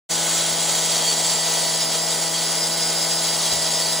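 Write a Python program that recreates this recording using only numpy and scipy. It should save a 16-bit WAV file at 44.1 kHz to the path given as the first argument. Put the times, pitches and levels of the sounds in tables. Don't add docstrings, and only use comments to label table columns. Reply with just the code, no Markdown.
import sys
import numpy as np
from scipy import signal
from scipy.fft import rfft, irfft
from scipy.io import wavfile
from scipy.ndimage import uniform_filter1d

SR = 44100
rng = np.random.default_rng(int(sys.argv[2]) if len(sys.argv) > 2 else 0)


def output_pcm(signal):
    pcm = np.clip(np.atleast_2d(signal).T, -1, 1) * 32767
    wavfile.write(sys.argv[1], SR, np.round(pcm).astype(np.int16))


N = 176400
T = np.arange(N) / SR
HZ = np.fft.rfftfreq(N, 1 / SR)


def engine_buzz(firing_hz, turns):
    # multiple, level_db, left_minus_right_db, change_db_per_hz
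    tones = [(1, -39.5, 3, 0.5), (2, -46.5, 9, 1.5), (3, -48, 9.5, .5), (4, -41.2, 12.5, -1),
             (5, -44.2, 9, 1), (6, -43, 5, -2), (7, -50.5, 5, -1), (8, -52.5, 10, 1), (9, -48.5, 1.5, 5),
             (10, -58, 0, 8), (11, -52.5, -0.5, -5), (12, -43.7, 0, -2.5), (13, -55, 0, 9.5)]
    buzz = np.zeros((2, N))
    for multiple, level_db, side_db, db_per_hz in tones:
        tone = np.sqrt(2) * np.cos(2 * np.pi * (multiple * turns + rng.random()))
        waver_db = 0.9 * min(multiple / 4, 1) * wander(16)
        resonance_db = db_per_hz * (firing_hz - firing_hz.mean())
        pan = amp([[side_db / 2], [-side_db / 2]])
        buzz += pan * amp(level_db + waver_db + resonance_db) * tone
    return buzz


def exhaust_rasp(turns):
    # pitch_hz, level_db (per Hz)
    muffler = [(30, -110), (125, -80), (200, -70), (222, -69.5), (242, -66.5), (265, -70.5), (360, -72.5),
               (412, -62.5), (438, -68.5), (465, -54), (515, -62.5), (610, -57.5), (680, -54.5), (735, -63),
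               (795, -62.5), (862, -57.5), (900, -67), (960, -70), (1200, -77), (1310, -63), (1420, -86),
               (1530, -70.5), (1650, -78.5), (2100, -71), (3500, -109)]
    # pitch_hz, right_level_db, left_right_likeness (0 to 1)
    placement = [(150, -2, .95), (300, -6, .94), (430, -4.5, .92), (600, -11, .9), (780, -5, .92),
                 (950, -3, .88), (1300, -1.5, .9), (1700, 0, 1)]
    spread_db, decay_turns, steady_flow, makeup_share = 1.1, 0.26, 0.42, 0.53
    strength = amp(spread_db * rng.standard_normal(1000))[turns.astype(int) % 1000]
    flow = steady_flow + strength * np.exp(-(turns % 1) / decay_turns)
    gas = flow * rng.standard_normal((2, N))
    puffs = np.array([side - makeup_share * np.interp(turns - 1, turns, side) for side in gas])
    rasp = colour(unit(puffs), muffler)
    left, right = stereo_spectra(rasp, over_hz(placement, column=2))
    return irfft(np.array([left, right * amp(over_hz(placement))]), N)


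def blade_shake():
    chatter_db = 0.16 * sway(rate_hz=14.6, looseness=0.19)
    rocking_db = 0.16 * sway(rate_hz=2.92, looseness=0.073)
    scrape_db = 0.69 * wander(20) + 0.5 * wander(230)
    return chatter_db + rocking_db + scrape_db


def rim_catches():
    # time_s, change_db
    catches = [(.57, 0), (.66, -0.3), (.96, 1.2), (1.34, 2.6), (1.55, -0.3), (1.86, -1.5), (1.96, 3),
               (2.35, 1), (2.75, -0.8), (3.11, 2.1), (3.52, 0), (3.8, 1)]
    return sum(change_db * swell(time_s, half_length_s=0.015) for time_s, change_db in catches)


def grinding(bite_db):
    # pitch_hz, level_db (per Hz)
    spectrum = [(30, -115), (300, -77.5), (1100, -71.5), (1850, -71.5), (2130, -69.5), (2600, -72.5),
                (3050, -67), (4000, -67), (4850, -63.5), (5300, -69), (6100, -66), (7500, -67), (8600, -68),
                (9400, -66), (11000, -70.5), (16000, -81)]
    chips_per_s, chip_db = 700, -11.5
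    breaks = rng.random(N) < chips_per_s / SR
    sizes = amp(np.minimum(rng.exponential(1, N), 4))
    rush = rng.standard_normal((2, N))
    ticks = unit(breaks * sizes * rng.choice([-1, 1], (2, N)))
    return colour(unit(rush + amp(chip_db) * ticks) * amp(bite_db), spectrum)


def disc_ringing(bite_db):
    # pitch_hz, width_hz, level_db (halfway through), change_db_per_s
    notes = [(2540, 30, -51, -1), (2810, 40, -48.5, 0), (2930, 40, -47, 0), (3260, 30, -40.7, -.8),
             (3422, 22, -42.8, 0), (3600, 20, -47, -.5), (3740, 45, -46.5, 0), (3930, 50, -45.5, 0),
             (3992, 28, -40.8, .6), (4065, 40, -47.5, 0), (4370, 30, -43, -.4), (5810, 24, -43, -.7),
             (5945, 40, -42.5, -.6), (6035, 40, -41.5, -1), (6218, 22, -42, .5), (6430, 35, -42.5, .7),
             (6660, 35, -44, -1), (6873, 15, -40.5, -1.6), (7002, 20, -46.3, 0), (7120, 45, -39.3, .2),
             (7398, 14, -42.5, -2), (7635, 20, -38.3, -1.5), (7690, 30, -40, -.7), (7840, 25, -46, -.6),
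             (8000, 25, -47, 0), (8175, 30, -40.3, -.3), (8370, 30, -46, 1.2), (9190, 50, -46, 0)]
    pressure_db = 1.32 * bite_db
    return sum(disc_note(pitch_hz, width_hz, steadiness=0.13)
               * amp(level_db + db_per_s * (T - T.mean()) + pressure_db)
               for pitch_hz, width_hz, level_db, db_per_s in notes)


def disc_whistle(shake_db):
    # pitch_hz, width_hz, level_db
    notes = [(5024, 12, -33.3), (5131, 26, -36.3)]
    # time_s, change_db
    loudness = [(.1, -5), (1.2, -2.3), (1.75, 0), (2.0, -1), (2.55, -0.5), (2.9, 2), (3.4, 2.5), (4.0, 2)]
    whistle = sum(amp(level_db) * disc_note(pitch_hz, width_hz, steadiness=0.21)
                  for pitch_hz, width_hz, level_db in notes)
    return whistle * amp(curve(loudness) + shake_db)


def disc_squeal(shake_db):
    # time_s, change_db
    loudness = [(.1, -3), (.7, -2), (1.1, 2), (1.65, 2), (2.1, -1.5), (2.8, -2), (3.5, -1.5), (4.0, -1.5)]
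    squeal = disc_note(pitch_hz=4516, width_hz=28, steadiness=0.19)
    return squeal * amp(-35 + curve(loudness) + 1.3 * shake_db)


def disc_note(pitch_hz, width_hz, steadiness):
    skirt_widths, even_share, even_s = 1.86, 0.51, 0.056
    off_pitch = 2 * (HZ - pitch_hz) / width_hz
    band = rfft(rng.standard_normal((2, N))) / (1 + 1j * off_pitch)
    band /= 1 + 1j * off_pitch / skirt_widths
    ring = np.fft.ifft(band, N)
    ring /= uniform_filter1d(abs(ring), int(even_s * SR) + 1) ** even_share
    note = ring.real / (abs(ring) + 1e-12) ** steadiness
    flutter_db = 2.7 * min(pitch_hz / 7000, 1) ** 4 * wander(14)
    return unit(note * amp(flutter_db)) * amp(jam_flares(pitch_hz))


def jam_flares(note_hz):
    # time_s, pitch_hz, half_length_s, rise_db
    flares = [(.41, 3995, .025, 6), (.59, 3260, .025, 4), (.66, 7650, .025, 5), (.72, 4514, .025, 6.5),
              (.78, 3260, .03, 4.5), (.79, 5990, .03, 4.5), (.9, 3260, .03, 5), (.97, 4514, .028, 5.5),
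              (1.06, 3260, .04, 7), (1.09, 4514, .032, 8), (1.14, 5990, .03, 5), (1.2, 7650, .12, 2.5),
              (1.2, 4514, .022, 7), (1.32, 4514, .045, 5), (1.33, 7398, .035, 4), (1.42, 4514, .03, 3.5),
              (1.5, 6873, .07, 6), (1.69, 4514, .035, 4), (1.77, 3995, .04, 4.5), (1.83, 5075, .1, 3),
              (1.97, 4514, .025, 4.5), (2.09, 5075, .04, 4), (2.25, 4514, .025, 6), (2.35, 3260, .06, 7),
              (2.36, 4514, .025, 6), (2.62, 5075, .04, 7.5), (2.74, 3995, .03, 6), (2.85, 5075, .05, 3.5),
              (3.03, 5075, .05, 4), (3.17, 5075, .05, 3), (3.06, 4514, .03, 5), (3.25, 3995, .04, 6),
              (3.41, 4514, .04, 6.5), (3.5, 4514, .03, 5), (3.51, 3260, .028, 7), (3.51, 3995, .028, 6),
              (3.68, 3995, .03, 7), (3.73, 7120, .025, 5), (3.77, 5075, .025, 4), (3.85, 4514, .04, 6),
              (3.9, 3995, .03, 6.5)]
    reach_hz = 90
    return sum(rise_db * swell(time_s, half_length_s)
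               for time_s, pitch_hz, half_length_s, rise_db in flares
               if abs(note_hz - pitch_hz) < reach_hz)


def water_spray(bite_db):
    # pitch_hz, level_db (per Hz)
    spectrum = [(3000, -92), (8000, -65.5), (9400, -69), (9850, -66), (10650, -63), (11200, -67.5),
                (13800, -105), (14450, -66.5), (15100, -64), (15700, -75)]
    hiss = rng.standard_normal((2, N))
    flicker_db = 1.07 * wander(70)
    return colour(hiss * amp(0.47 * bite_db + flicker_db), spectrum)


def weak_resonances(sound):
    spread_db, spacing_hz = 2.7, 69.06
    heights_db = spread_db * rng.standard_normal(2000)
    ripple_db = np.interp(HZ / spacing_hz, np.arange(len(heights_db)), heights_db)
    return irfft(rfft(sound) * amp(ripple_db), N)


def microphone_ports(pair):
    # pitch_hz, left_lead_half_cycles, left_right_likeness (0 to 1)
    ports = [(100, 0, 1), (4300, 0, 1), (4600, -.03, .96), (4850, -.2, .85), (4950, -.8, .55),
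             (5030, -1.42, .85), (5130, -1.66, .9), (5230, -2, 1), (6500, -2, 1), (7200, -2.07, .92),
             (8000, -2.31, .8), (10700, -2.75, .8), (11150, -3, 1), (14000, -3, 1), (14500, -3.12, .88),
             (15700, -3.36, .72)]
    left, right = stereo_spectra(pair, over_hz(ports, column=2))
    phase_shift = np.exp(-1j * np.pi * over_hz(ports))
    return irfft(np.array([left, right * phase_shift]), N)


def wind():
    # pitch_hz, level_db (per Hz)
    spectrum = [(15, -108), (35, -92), (60, -81), (85, -85.5), (130, -92), (250, -102), (1000, -160)]
    # time_s, half_length_s, rise_db
    gusts = [(.16, .025, 14), (.38, .025, 18), (.52, .025, 15), (3.37, .04, 12), (3.546, 0.04, 26),
             (3.623, 0.04, 16), (3.74, .03, 14), (3.88, .025, 9)]
    gust_db = sum(rise_db * swell(time_s, half_length_s) for time_s, half_length_s, rise_db in gusts)
    return colour(rng.standard_normal(N), spectrum) * amp(gust_db + wander(9))


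def amp(db):
    return 10 ** (np.asarray(db) / 20)


def unit(sound):
    return sound / np.sqrt(np.mean(sound ** 2) + 1e-20)


def curve(points):
    return np.interp(T, *np.transpose(points))


def over_hz(points, column=1):
    columns = np.transpose(points)
    return np.interp(np.log(HZ + 1), np.log(columns[0] + 1), columns[column])


def colour(noise, spectrum):
    return irfft(rfft(noise) * amp(over_hz(spectrum)) * np.sqrt(SR / 2), N)


def wander(rate_hz):
    return unit(irfft(rfft(rng.standard_normal(N)) * (HZ > 1) / (1 + (HZ / rate_hz) ** 4), N))


def sway(rate_hz, looseness):
    cycles = np.cumsum(rate_hz * (1 + looseness * wander(6.5))) / SR
    return unit(np.sin(2 * np.pi * (cycles + rng.random())))


def swell(time_s, half_length_s):
    return np.exp(-np.minimum(((T - time_s) / half_length_s) ** 2, 20))


def stereo_spectra(pair, likeness):
    left, other = rfft(pair)
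    return left, likeness * left + np.sqrt(1 - likeness ** 2) * other


def scene():
    # time_s, firing_hz
    speed = [(.1, 164.9), (.4, 165.0), (.9, 163.7), (1.45, 162.9), (2.0, 163.5), (2.5, 164.2),
             (2.95, 164.8), (3.25, 164.3), (3.55, 163.1), (4.0, 162.8)]
    # time_s, change_db
    pressure = [(.1, 0.5), (.3, 1), (.65, 1.26), (1.08, 1.5), (1.35, 0.5), (1.6, 1), (2.0, -1), (2.2, -0.5),
                (2.7, -0.8), (3.12, -0.3), (3.45, 0.8), (4.0, -0.4)]
    firing_hz, pressure_db = curve(speed), curve(pressure)
    turns = np.cumsum(firing_hz * (1 + 0.0011 * wander(25))) / SR
    shake_db = blade_shake()
    bite_db = pressure_db + rim_catches() + shake_db
    stone_and_water = weak_resonances(grinding(bite_db) + water_spray(bite_db))
    disc = disc_ringing(bite_db) + disc_whistle(shake_db) + disc_squeal(shake_db)
    cut = microphone_ports(stone_and_water + disc)
    buzz = engine_buzz(firing_hz, turns)
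    rasp = exhaust_rasp(turns) * amp(0.82 * pressure_db)
    return buzz + rasp + cut + wind()


def record(dry):
    start_s, fade_s, lowest_hz, highest_hz = 0.09, 0.023, 48, 15780
    faded = dry * np.clip((T - start_s) / fade_s, 0, 1)
    low_cut = signal.butter(3, lowest_hz, "high", fs=SR, output="sos")
    high_cut = signal.firwin(801, highest_hz, window=("kaiser", 9), fs=SR)
    return signal.oaconvolve(signal.sosfilt(low_cut, faded), high_cut[None], "same")


dry = scene()
out = record(dry)
output_pcm(out)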